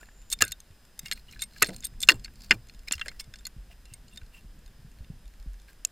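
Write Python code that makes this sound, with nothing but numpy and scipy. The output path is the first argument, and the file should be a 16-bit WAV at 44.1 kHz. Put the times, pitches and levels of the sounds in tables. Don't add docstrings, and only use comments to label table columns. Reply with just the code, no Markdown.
import sys
import numpy as np
from scipy import signal
from scipy.fft import rfft, irfft
from scipy.io import wavfile
from scipy.ndimage import uniform_filter1d

SR = 44100
rng = np.random.default_rng(int(sys.argv[2]) if len(sys.argv) > 2 else 0)


def wav_record(signal):
    frames = np.transpose(np.atleast_2d(signal))
    bounded = np.clip(frames, -1, 1)
    quanta = np.round(bounded * 32767).astype(np.int16)
    wavfile.write(sys.argv[1], SR, quanta)


def boost_factor(decibels):
    exponent = np.asarray(decibels, float) / 20
    return 10 ** exponent


N = 260631

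# f/Hz, level per Hz/dB
HISS = [(88, -28.5), (150, -4), (637, -10.5), (1210, -14), (1720, -10), (2140, -16), (2650, -14.5),
        (4580, -17.5), (5050, -17), (5910, -20), (11900, -22.5), (15100, -25.5), (16000, -47)]
# f/Hz, level/dB
WHINE = [(5039, -74.5), (7560, -84), (8823, -85), (11294, -90), (15122, -84.5)]
HISS_DB = -65.5
STRAP_DB, STRAP_STOPS_S, STRAP_FADE_DB_S = -65.5, 0.3, 102
WHINE_IDLE_DB, WHINE_BUSY_DB = -7.0, -1.0
BUSY_S, BUSY_RAMP_S = (0.65, 3.25), 0.614

# t/s, deep push level/dB
PUSH = [(0, -52), (.45, -48), (.65, -55.5), (1.1, -49.5), (2, -43.5), (3, -47), (3.4, -50), (4.1, -52.5),
        (4.5, -49), (5.3, -47.5), (5.91, -57.5)]
SLOSH_DB, SLOSH_FOLLOWS = -64, 1

# f/Hz, level/dB, time to fall 60 dB/s
WALL = [(1306, -1, 0.016), (1497, -3.5, 0.041), (1640, -2.5, 0.033), (1810, -0.5, 0.024),
        (2073, 2.5, 0.023), (2405, 5.5, 0.012), (2750, 4, 0.023)]
# f/Hz, level/dB, time to fall 60 dB/s
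LATCH = [(3350, -13, 0.032), (3625, -9, 0.039), (4213, -1.5, 0.025), (4660, -1.5, .015), (5180, 1, 0.017)]
# f/Hz, level/dB, time to fall 60 dB/s
BUCKLE = [(6500, -1, 0.018), (7300, 3.5, 0.015), (7600, -5, 0.0069), (8560, -7, 0.026)]
# f/Hz, level/dB, time to fall 60 dB/s
PIN = [(10250, -13, .012), (11260, 1, .011), (12300, -17, .011), (13950, -8, .018), (14900, -24, .012)]
# lowest f/Hz, highest f/Hz
BANDS_HZ = [(1150, 3200), (3200, 6000), (6000, 9500), (9500, 12200)]

# t/s, length/s, best heard f/Hz, level/dB
SCRAPES = [(0, 0.054, 1470, -63), (0.316, 0.026, 8440, -35.5), (0.405, 0.033, 1670, -28.5),
           (0.442, 0.072, 4230, -58), (0.998, 0.15, 2130, -66), (1.258, 0.13, 4120, -65),
           (1.408, 0.033, 4130, -47), (1.622, 0.089, 4150, -57), (1.828, 0.053, 3940, -56.5),
           (2.007, 0.054, 7300, -50), (2.094, 0.038, 4400, -40), (2.872, 0.02, 2230, -51),
           (2.923, 0.026, 5420, -43.5), (2.924, 0.29, 1920, -68), (3.192, 0.028, 5200, -45.5),
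           (3.696, 0.048, 2777, -62.5), (3.858, 0.12, 2814, -67.5), (4.106, 0.062, 3590, -66.5),
           (4.32, 0.083, 2780, -62), (4.639, 0.036, 4300, -76.5), (5.672, 0.05, 1660, -61.5),
           (1.009, 0.06, 3650, -64), (1.04, 0.055, 2190, -62), (1.134, 0.09, 4210, -63.5),
           (1.468, 0.36, 4300, -62), (1.714, 0.12, 8650, -70), (2.117, 0.059, 7500, -61),
           (2.344, 0.19, 4500, -65), (2.522, 0.036, 2400, -50), (2.932, 0.045, 5100, -61),
           (2.977, .035, 2280, -71), (3.055, 0.029, 1880, -73)]

# t/s, f/Hz, swing level/dB, time to fall 60 dB/s
THUDS = [(0.026, 400, -41, 0.0092), (0.417, 100, -32.5, 0.12), (0.42, 445, -27.5, 0.038),
         (1.621, 445, -29.5, 0.064), (1.624, 114, -30.5, 0.078), (1.686, 186, -33.5, 0.17),
         (1.687, 486, -35, 0.05), (1.704, 517, -40, 0.07), (2.088, 480, -30.5, 0.021),
         (2.088, 903, -28.5, 0.063), (2.51, 928, -33, 0.052), (2.111, 317, -31.5, 0.075),
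         (2.143, 111.4, -36, 0.21), (2.509, 319, -27.5, 0.067), (2.551, 110.4, -39.5, 0.29),
         (2.911, 294, -28, 0.0084), (2.954, 70.9, -35, 0.16), (3.061, 601, -43.5, 0.06)]
# t/s, f/Hz, swing level/dB
JOLTS = [(0.704, 90.5, -38.5), (1.032, 155, -39), (3.278, 119.6, -37), (3.564, 113.6, -32.5),
         (3.919, 100.4, -38), (4.221, 87.2, -40), (4.445, 129.7, -40.5), (4.792, 128.2, -42.5),
         (4.847, 140, -37), (5.006, 55.7, -28.5), (5.101, 131.5, -26), (5.461, 149.8, -36.5)]
# t/s, swing level/dB, time to fall 60 dB/s
SWAYS = [
    (3.583, -34, 0.33),
    (4.23, -37, 0.15),
    (4.454, -37.5, 0.27),
    (5.26, -37, 0.22),
    (5.396, -39.5, 0.38),
    (5.472, -28.5, 0.42),
]
JOLT_SWINGS, SWAY_HZ = 6.4, 43.9

# t/s, f/Hz, peak level/dB, time to fall 60 dB/s
TAPS = [(.0295, 750, -38, .004), (.031, 1720, -41.5, 0.031), (.0868, 800, -40, 0.0049),
        (.089, 1700, -41.5, .015), (.1135, 600, -57, .005), (.408, 730, -33, 0.025),
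        (.4195, 760, -29.5, 0.026), (.4221, 2620, -11, 0.0018), (1.6215, 1223, -16, 0.016),
        (1.629, 2590, -13.5, 0.013), (1.6315, 2000, -19, .015), (1.688, 540, -36, .04),
        (1.7, 596, -45, .06), (1.733, 1700, -45.5, .02), (2.0885, 2610, -3.5, 0.03),
        (2.0892, 2750, -6, 0.014), (2.0335, 3600, -14, .018), (2.0395, 2300, -33, 0.0084),
        (2.0395, 8000, -29, 0.0053), (2.5165, 2650, -12.5, 0.01), (2.884, 7000, -32, .005),
        (2.883, 2700, -31.5, 0.0062), (3.0128, 3300, -23, 0.0094), (2.912, 4500, -29, .004),
        (5.8488, 3200, -27.5, 0.0068), (5.854, 5300, -35, .012), (.3257, 2200, -35.5, 0.021),
        (2.5085, 297, -24, 0.022), (2.5097, 2620, -7, .014), (2.5255, 7800, -40, .006),
        (2.9114, 1470, -19, 0.0025), (2.9238, 7300, -7, .006), (2.9238, 8500, -16, .012),
        (2.9253, 6560, -18, 0.0033), (2.9253, 3440, -22, 0.0083), (2.9345, 6500, -34, .004),
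        (2.942, 9500, -42, .003), (2.942, 5000, -33, .004), (2.9565, 9000, -40, .003),
        (2.9565, 5000, -44, .005), (3.0135, 6500, -41, .003), (3.0605, 9500, -32, 0.0033),
        (5.69, 4260, -53.5, 0.024), (5.69, 1690, -52.5, .02), (5.8501, 6700, -7, 0.0058),
        (5.8501, 10400, -21, 0.0079), (5.8503, 4400, -21.5, 0.0079), (5.8715, 7500, -44, 0.016),
        (5.8715, 11100, -49, 0.0099)]

# t/s, best heard f/Hz, wall/dB, latch/dB, buckle/dB
HEAVY = [(0.4166, 6550, -22, -27.5, -27), (0.421, 2780, -21.5, -14.5, -39),
         (1.6181, 5240, -40.5, -36.5, -47), (1.6218, 1338, -12, -19, -36.5),
         (1.624, 11230, -15.5, -18, -13.5), (1.6272, 8450, -15.5, -17.5, -13),
         (1.629, 2600, -13.5, -19.5, -16.5), (1.633, 1900, -18.5, -33.5, -33), (1.645, 4250, -33, -28, -30),
         (2.088, 2767, -1, -5, -11.5), (2.095, 1895, -7, -10.5, -14), (2.102, 1895, -13, -29, -33.5),
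         (2.119, 4700, -24.5, -23, -27), (2.5093, 4624, -7.5, -16, -19), (2.5102, 2735, -4.5, -13.5, -29),
         (2.5161, 1820, -8.5, -17, -30), (2.522, 1820, -17, -34, -50), (2.5253, 7700, -20, -40, -39),
         (2.92, 7300, -27.5, -34.5, -35)]
# t/s, best heard f/Hz, wall/dB, latch/dB
LATCH_HITS = [(.389, 7300, -52, -41), (.408, 1640, -26, -28), (.4384, 2600, -28, -30),
              (.4585, 1590, -40, -50), (.4687, 1620, -41, -49), (1.0596, 2950, -38, -33),
              (1.0832, 2190, -49, -40), (1.114, 4160, -25, -21.5), (1.1226, 2210, -24.5, -21.5),
              (1.3935, 4100, -43.5, -40), (1.4005, 3600, -53, -42), (1.409, 4300, -62, -41),
              (1.8361, 3500, -40.5, -40.5), (2.0322, 7500, -33, -23.5), (2.2467, 4430, -40, -31.5),
              (2.2573, 4700, -39, -44), (2.2802, 1637, -44, -57.5), (2.934, 2745, -29.5, -36),
              (2.9535, 5100, -71, -40.5), (2.9807, 3100, -36, -45), (2.9956, 3930, -36, -41),
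              (3.0135, 3080, -25.5, -37.5), (3.0655, 1820, -40, -48), (3.0826, 2070, -30, -28),
              (3.09, 4200, -44.5, -38), (3.1981, 5180, -40, -31), (3.339, 7250, -40, -37.5),
              (3.358, 4270, -48.5, -43), (3.4534, 4300, -45.5, -32), (4.1739, 3637, -45.5, -37)]
# t/s, best heard f/Hz, wall/dB, buckle/dB
BUCKLE_HITS = [(.3018, 5250, -56, -31.5), (.31, 8100, -51, -38), (.3169, 5200, -58, -25),
               (.3272, 11640, -47, -15.5), (.4354, 1606, -30, -46), (.4795, 10700, -46, -35),
               (.5201, 7180, -35, -22.5), (.9923, 6300, -42.5, -28), (1.0715, 2130, -58, -44),
               (1.1313, 8580, -54, -32), (1.4205, 8520, -34.5, -21), (1.4372, 8500, -47, -31.5),
               (1.671, 8620, -46, -37), (1.6872, 2600, -39, -40), (1.8434, 8700, -61, -29.5),
               (1.8476, 8610, -61, -28), (2.0045, 8600, -65, -29.5), (2.0168, 8600, -46.5, -27.5),
               (2.028, 3530, -39.5, -20.5), (2.1434, 7730, -46, -45.5), (2.9225, 7510, -36, -20.5),
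               (3.06, 1745, -34, -43), (3.4682, 6845, -38, -28), (3.9378, 8620, -60, -36)]
# t/s, best heard f/Hz, wall/dB
WALL_TICKS = [(.0311, 1700, -48), (.0863, 1690, -56), (.115, 1740, -60), (1.0953, 2270, -54),
              (1.1752, 2520, -45.5), (1.2856, 2960, -62), (1.2913, 3120, -48.5), (1.3334, 2440, -47.5),
              (1.3602, 1550, -49), (1.562, 1664, -43.5), (3.116, 2350, -42.5), (3.7128, 7600, -52),
              (4.2156, 1496, -47.5), (4.345, 2750, -51), (5.6841, 2110, -50)]
# t/s, best heard f/Hz, fittings/dB
GEAR_TICKS = [(.5106, 8670, -40), (1.3115, 5510, -46), (1.535, 7470, -49), (1.583, 4900, -44),
              (1.7326, 3580, -47.5), (1.7823, 4213, -53), (1.8252, 3650, -44.5), (2.0737, 4290, -39),
              (2.1963, 5000, -48), (2.2414, 5030, -48.5), (2.357, 7700, -49.5), (2.407, 4980, -46),
              (2.4459, 7800, -43), (2.495, 7700, -50.5), (2.545, 10500, -49), (2.687, 7670, -48.5),
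              (2.747, 3640, -50.5), (2.793, 4370, -50), (3.071, 5790, -47.5), (3.2423, 5500, -47),
              (3.3876, 7350, -48), (3.855, 5180, -46), (4.082, 5110, -50.5), (4.16, 7430, -44.5),
              (4.6618, 7540, -50)]
# t/s, best heard f/Hz, wall/dB, latch/dB, buckle/dB
SNAPS = [(0.4221, 1640, -16, -11.5, -5), (0.451, 11240, -44.5, -43, -33.5),
         (0.6034, 7480, -56, -47.5, -38.5), (1.661, 5480, -36, -33.5, -48), (1.693, 2000, -36, -40, -37),
         (1.7054, 4620, -41.5, -48, -50), (1.7637, 8660, -51, -41.5, -34),
         (1.8056, 6700, -71.5, -51, -39.5), (1.8534, 11270, -45, -36.5, -31.5),
         (1.869, 11130, -53, -43, -39.5), (2.078, 4160, -43.5, -42.5, -39), (2.4199, 4530, -64, -44, -45),
         (2.697, 4270, -45, -42, -57), (2.885, 5120, -32, -28.5, -34.5), (2.9113, 4780, -26, -25.5, -37),
         (5.8502, 7120, -37, -31, -14.5)]
LATCH_LED_DB, BUCKLE_LED_DB = (0.5, -5.5, -14.5), (-7, -2, -5.5)
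# wall/dB, latch/dB, buckle/dB, pin/dB
WALL_TICK_DB = (0.0, -13, -15, -25)
# wall/dB, latch/dB, buckle/dB, pin/dB
GEAR_TICK_DB = (-9, -1.5, -3, -11.5)
SNAP_PIN_DB, HEAVY_PIN_DB = -9, -12
PIN_STRUCK_DB = 15.5
SNAP_CHATTER_S, SNAP_RING, SNAP_TAIL_DB = 0.0006, 0.66, -21.5
HEAVY_CHATTER_S, HEAVY_RING, HEAVY_TAIL_DB = 0.0018, 0.84, -6.5
LIGHT_TILT = 0.8
STRAY_COUNT, STRAY_DB = 45, -54.5

# t/s, f/Hz, peak
# level/dB, time to fall 60 dB/s
RINGS = [(.301, 8635, -39, .08), (1.407, 8700, -39, .08), (.302, 3625, -46, .08), (0.324, 3625, -20, 0.053),
         (0.424, 1495, -39, 0.26), (0.424, 1590, -36.5, 0.19), (0.44, 8650, -33, 0.077),
         (.523, 3670, -27, 0.037), (1.062, 2800, -31, 0.039), (1.421, 8640, -27, 0.07),
         (1.421, 2166, -33, 0.063), (1.423, 3680, -20, 0.03), (1.672, 8620, -36.5, 0.073),
         (1.847, 8560, -22, 0.048), (2.935, 2766, -22, 0.035), (3.014, 2750, -23, 0.043),
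         (3.2, 2200, -42.5, 0.081), (3.2, 3530, -49, 0.1), (3.199, 8640, -36, 0.057),
         (.388, 2300, -44, 0.027), (.388, 4300, -49, .02), (.441, 3620, -31.5, 0.047),
         (1.07, 8900, -38, 0.021), (1.175, 2480, -58.5, 0.045), (1.283, 2910, -44.5, 0.072),
         (1.31, 4360, -61, .12), (1.31, 5500, -52, 0.045), (1.333, 2470, -39, 0.023),
         (1.36, 1700, -43, 0.049), (1.641, 3600, -27, 0.042), (2.879, 5240, -30, 0.027),
         (3.86, 2720, -49, 0.032), (3.874, 2730, -57, .03), (3.903, 2700, -56.5, 0.14),
         (3.94, 2170, -50, .05), (3.94, 3600, -63, 0.055), (4.094, 7400, -50, 0.028),
         (4.112, 2770, -53, .03), (4.128, 2750, -45, 0.038), (4.133, 8600, -50, 0.054),
         (4.174, 3686, -42, 0.044), (4.342, 2770, -46.5, 0.055), (4.359, 2750, -53.5, 0.047),
         (4.381, 2730, -46.5, 0.052), (4.356, 7500, -51.5, 0.035), (1.849, 3640, -35.5, 0.058),
         (3.098, 2170, -46, 0.058), (3.39, 7500, -48.5, 0.046), (3.39, 3620, -48, 0.046),
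         (3.455, 2070, -40, 0.028),
         (.421, 1270, -12, 0.027), (.42, 2754, -9, 0.034), (1.62, 1485, -13, 0.038),
          (1.62, 1264, -15, 0.039), (1.629, 1620, -21.5, 0.054), (2.089, 2800, -5.5, 0.05),
          (2.149, 2750, -48, 0.066), (2.51, 2090, -6.5, 0.031), (2.515, 2310, -25, 0.011),
          (2.88, 2450, -25, 0.024), (3.083, 2110, -29, 0.025), (3.7, 692, -54, 0.07),
          (5.85, 2690, -18.5, 0.011), (1.422, 11600, -36, .025)]


def curve(table, col):
    rows = np.array(table)
    return np.interp(np.arange(N) / SR, rows[:, 0], rows[:, col])


def band(x, lo_hz, hi_hz, order=2):
    return signal.sosfilt(signal.butter(order, [lo_hz, hi_hz], "bandpass", fs=SR, output="sos"), x)


def noise_band(lo_hz, hi_hz, order=2, count=N):
    return unit(band(rng.standard_normal(count), lo_hz, hi_hz, order))


def unit(x):
    return x / np.sqrt(np.mean(x ** 2))


def add(out, s, x):
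    i = max(int(s * SR), 0)
    out[i:i + len(x)] += x[:N - i]


def walk(rate):
    k = int(SR / rate)
    held = np.repeat(rng.standard_normal(N // k + 1), k)
    return unit(uniform_filter1d(uniform_filter1d(held, k), k)[:N])


def ring(hz, t60, rise_s, phase, count):
    t = np.arange(count) / SR
    fade = np.exp(-np.log(1000) * t / t60)
    return (1 - np.exp(-t / rise_s)) * fade * np.sin(2 * np.pi * hz * t + phase)


def camera():
    t = np.arange(N) / SR
    hz = np.maximum(np.fft.rfftfreq(N, 1 / SR), 1)
    hiss_hz, hiss_db = np.transpose(HISS)
    colour = boost_factor(np.interp(np.log(hz), np.log(hiss_hz), hiss_db))
    hiss = irfft(rfft(rng.standard_normal(N)) * colour, N)
    hiss = hiss / np.std(band(hiss, 1000, 15000, order=4))
    hiss = boost_factor(HISS_DB) * hiss

    whine = sum(boost_factor(db + 4.5 + 1.5 * walk(31)) * np.sin(2 * np.pi * f * t) for f, db in WHINE)
    busy = np.clip(np.minimum(t - BUSY_S[0], BUSY_S[1] - t) / BUSY_RAMP_S + 0.5, 0, 1)
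    whine_db = 1.5 + WHINE_IDLE_DB + busy * (WHINE_BUSY_DB - WHINE_IDLE_DB)

    strap_db = STRAP_DB - STRAP_FADE_DB_S * np.maximum(t - STRAP_STOPS_S, 0) + 2.0 * walk(35)
    return hiss + boost_factor(whine_db) * whine + boost_factor(strap_db) * noise_band(7060, 7260)


def water():
    surge_db = 1.6 * walk(7)
    push_db = curve(PUSH, col=1)
    push = noise_band(24, 50) + boost_factor(-1.5) * noise_band(6, 30)
    slosh = noise_band(47, 160) + boost_factor(-7.5) * noise_band(180, 240)
    slosh_db = SLOSH_DB + SLOSH_FOLLOWS * (push_db + 50) + 1.2 * surge_db + 2.5 * walk(25)
    return boost_factor(push_db - 3.5 + surge_db) * push + boost_factor(slosh_db) * slosh


def scrapes(width=0.12):
    grains = rng.standard_normal(N) * boost_factor(4.5 * walk(250))
    modes = WALL[1::2] + WALL[-1:] + LATCH + BUCKLE[1::2] + PIN[1::2]
    parts = np.zeros(N)
    for hz, db, _ in modes:
        mode_db = db - 0.72 * np.log2(hz / 2700)
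        parts += boost_factor(mode_db) * band(grains, hz * (1 - width), hz * (1 + width), order=1)
    parts = unit(parts)
    out = np.zeros(N)
    for s, length_s, best_hz, db in SCRAPES:
        span = slice(int(s * SR), int((s + length_s) * SR))
        best = band(grains[span], best_hz * 0.975, best_hz * 1.025, order=1)
        best = best / np.std(grains) * np.sqrt(SR / best_hz * 5.0)
        swell = np.sqrt(np.hanning(len(best)))
        add(out, s, boost_factor(db) * swell * (parts[span] + boost_factor(3.5) * best))
    return out


def bumps(count=9000):
    out = np.zeros(N)
    t = np.arange(count) / SR
    jolts = [(s, hz, db, JOLT_SWINGS / hz) for s, hz, db in JOLTS]
    sways = [(s, SWAY_HZ, db, t60) for s, db, t60 in SWAYS]
    for s, hz, db, t60 in THUDS + jolts + sways:
        grit_fade = boost_factor(-3.5 - 60 * t / (2.22 * t60)) * (1 - np.exp(-t * hz * 3.6))
        grit = noise_band(hz * 0.49, hz * 1.4, order=3, count=count) * grit_fade
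        swing = ring(hz, t60, 0.0012, 0, count)
        add(out, s, boost_factor(db) * (swing + min(hz / 350, 1) * grit))
    return out


def taps():
    out = np.zeros(N)
    for s, hz, db, t60 in TAPS:
        add(out, s, boost_factor(db) * ring(hz, t60, 0.0002, 0, count=4000))
    return out


def with_pin(row, pin_db):
    struck = row[1] > BANDS_HZ[3][0]
    return (*row, row[-1] + pin_db + PIN_STRUCK_DB * struck)


def touches():
    for row in HEAVY:
        yield (HEAVY_CHATTER_S, *with_pin(row, HEAVY_PIN_DB))
    for rows, share_db in ((LATCH_HITS, LATCH_LED_DB), (BUCKLE_HITS, BUCKLE_LED_DB)):
        for s, hz, wall_db, db in rows:
            yield (0.004, s, hz, wall_db, *(db + np.array(share_db)))
    for rows, share_db in ((WALL_TICKS, WALL_TICK_DB), (GEAR_TICKS, GEAR_TICK_DB)):
        for s, hz, db in rows:
            yield (0.004, s, hz, *(db + np.array(share_db)))
    for row in SNAPS:
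        yield (SNAP_CHATTER_S, *with_pin(row, SNAP_PIN_DB))
    favourites = [hz for hz, *_ in WALL[2::4] + LATCH[1:3] + BUCKLE[1:2]]
    for when, which, *mix in rng.random((STRAY_COUNT, 6)):
        best_hz = favourites[int(which * len(favourites))]
        yield (SNAP_CHATTER_S, when * N / SR, best_hz, *(STRAY_DB - 9.9 * np.array(mix)))


def contact(chatter_s, count):
    when, size = rng.random((2, count))
    blows = np.zeros(int(0.01 * SR))
    np.add.at(blows, (np.minimum(when * chatter_s, 0.009) * SR).astype(int), size * (1 - 0.54 * when))
    blows[0] += 1.1
    return blows


def struck_part(modes, lo, hi, bed, chatter_s, s, best_hz, light_db, count=2400):
    t = np.arange(count) / SR
    hz, db, t60 = np.transpose(modes)[:, :, None]
    snap, heavy = chatter_s == SNAP_CHATTER_S, chatter_s == HEAVY_CHATTER_S
    t60 = t60 * SNAP_RING ** snap * HEAVY_RING ** heavy
    db = db + light_db * np.log2(hz / hz[-1])
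    lo = min(lo * boost_factor(light_db / 2), hi / 1.3)

    gain, tune, phase = rng.standard_normal((3,) + hz.shape)
    body = boost_factor(db + 2.0 * gain) * ring(hz * (1 + 0.016 * tune), t60, 0.0001, np.pi * phase, count)
    body = body.sum(axis=0) / np.sqrt(len(modes))
    if lo <= best_hz < hi:
        best_t60 = 0.99 * t60[np.argmin(np.abs(hz - best_hz))]
        body = body + ring(best_hz, best_t60, 0.00084, 0, count)

    noise = np.take(bed, int(s * SR) + np.arange(count), mode="wrap")
    if light_db:
        noise = unit(band(noise, lo, hi))
    crack = boost_factor(-5.5 - 60 * t / 0.005)
    tail = boost_factor(-32.0 + SNAP_TAIL_DB * snap + HEAVY_TAIL_DB * heavy - 60 * t / 0.035)
    fade = (crack + tail) * (1 - np.exp(-t * lo / 0.92))
    return body / np.abs(body).max() + noise * fade


def knocks():
    out = np.zeros(N)
    beds = [noise_band(lo, hi, order=3) for lo, hi in BANDS_HZ]
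    for chatter_s, s, best_hz, *parts_db in touches():
        blows = contact(chatter_s, count=5)
        wall_light_db = LIGHT_TILT * max(parts_db[1] - parts_db[0], 0)
        for modes, (lo, hi), bed, part_db in zip((WALL, LATCH, BUCKLE, PIN), BANDS_HZ, beds, parts_db):
            light_db = wall_light_db * (modes is WALL)
            one_blow = struck_part(modes, lo, hi, bed, chatter_s, s, best_hz, light_db)
            part = signal.fftconvolve(one_blow, blows)
            add(out, s - 0.0005, part / np.abs(part).max() * boost_factor(part_db + 2.0))
    highpass = signal.butter(3, 1100, "highpass", fs=SR, output="sos")
    return signal.sosfilt(highpass, out) + boost_factor(1.5) * band(out, 230, 590)


def rings():
    out = np.zeros(N)
    for s, hz, db, t60 in RINGS:
        add(out, s, boost_factor(db) * ring(hz, t60, 0.002, 0, count=12000))
    return out


def scene():
    mono = camera() + water() + scrapes() + bumps() + taps() + knocks() + rings()
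    return np.array([mono, mono])


def band_limit(x):
    return signal.sosfilt(signal.butter(12, 16600, fs=SR, output="sos"), x)


def record(dry):
    mid = np.clip(np.tanh(dry[0] * 0.69) / 0.71, -1, 1)
    side = boost_factor(-40.5) * mid * (walk(400) + 1.2 * walk(3000))
    side += boost_factor(-41.5) * band(mid, 1200, 15000) * walk(5000)
    side += boost_factor(-73.5) * band(rng.standard_normal(N), 2500, 12000)
    return band_limit(np.array([mid + side, mid - side]))


dry = scene()
out = record(dry)
wav_record(out)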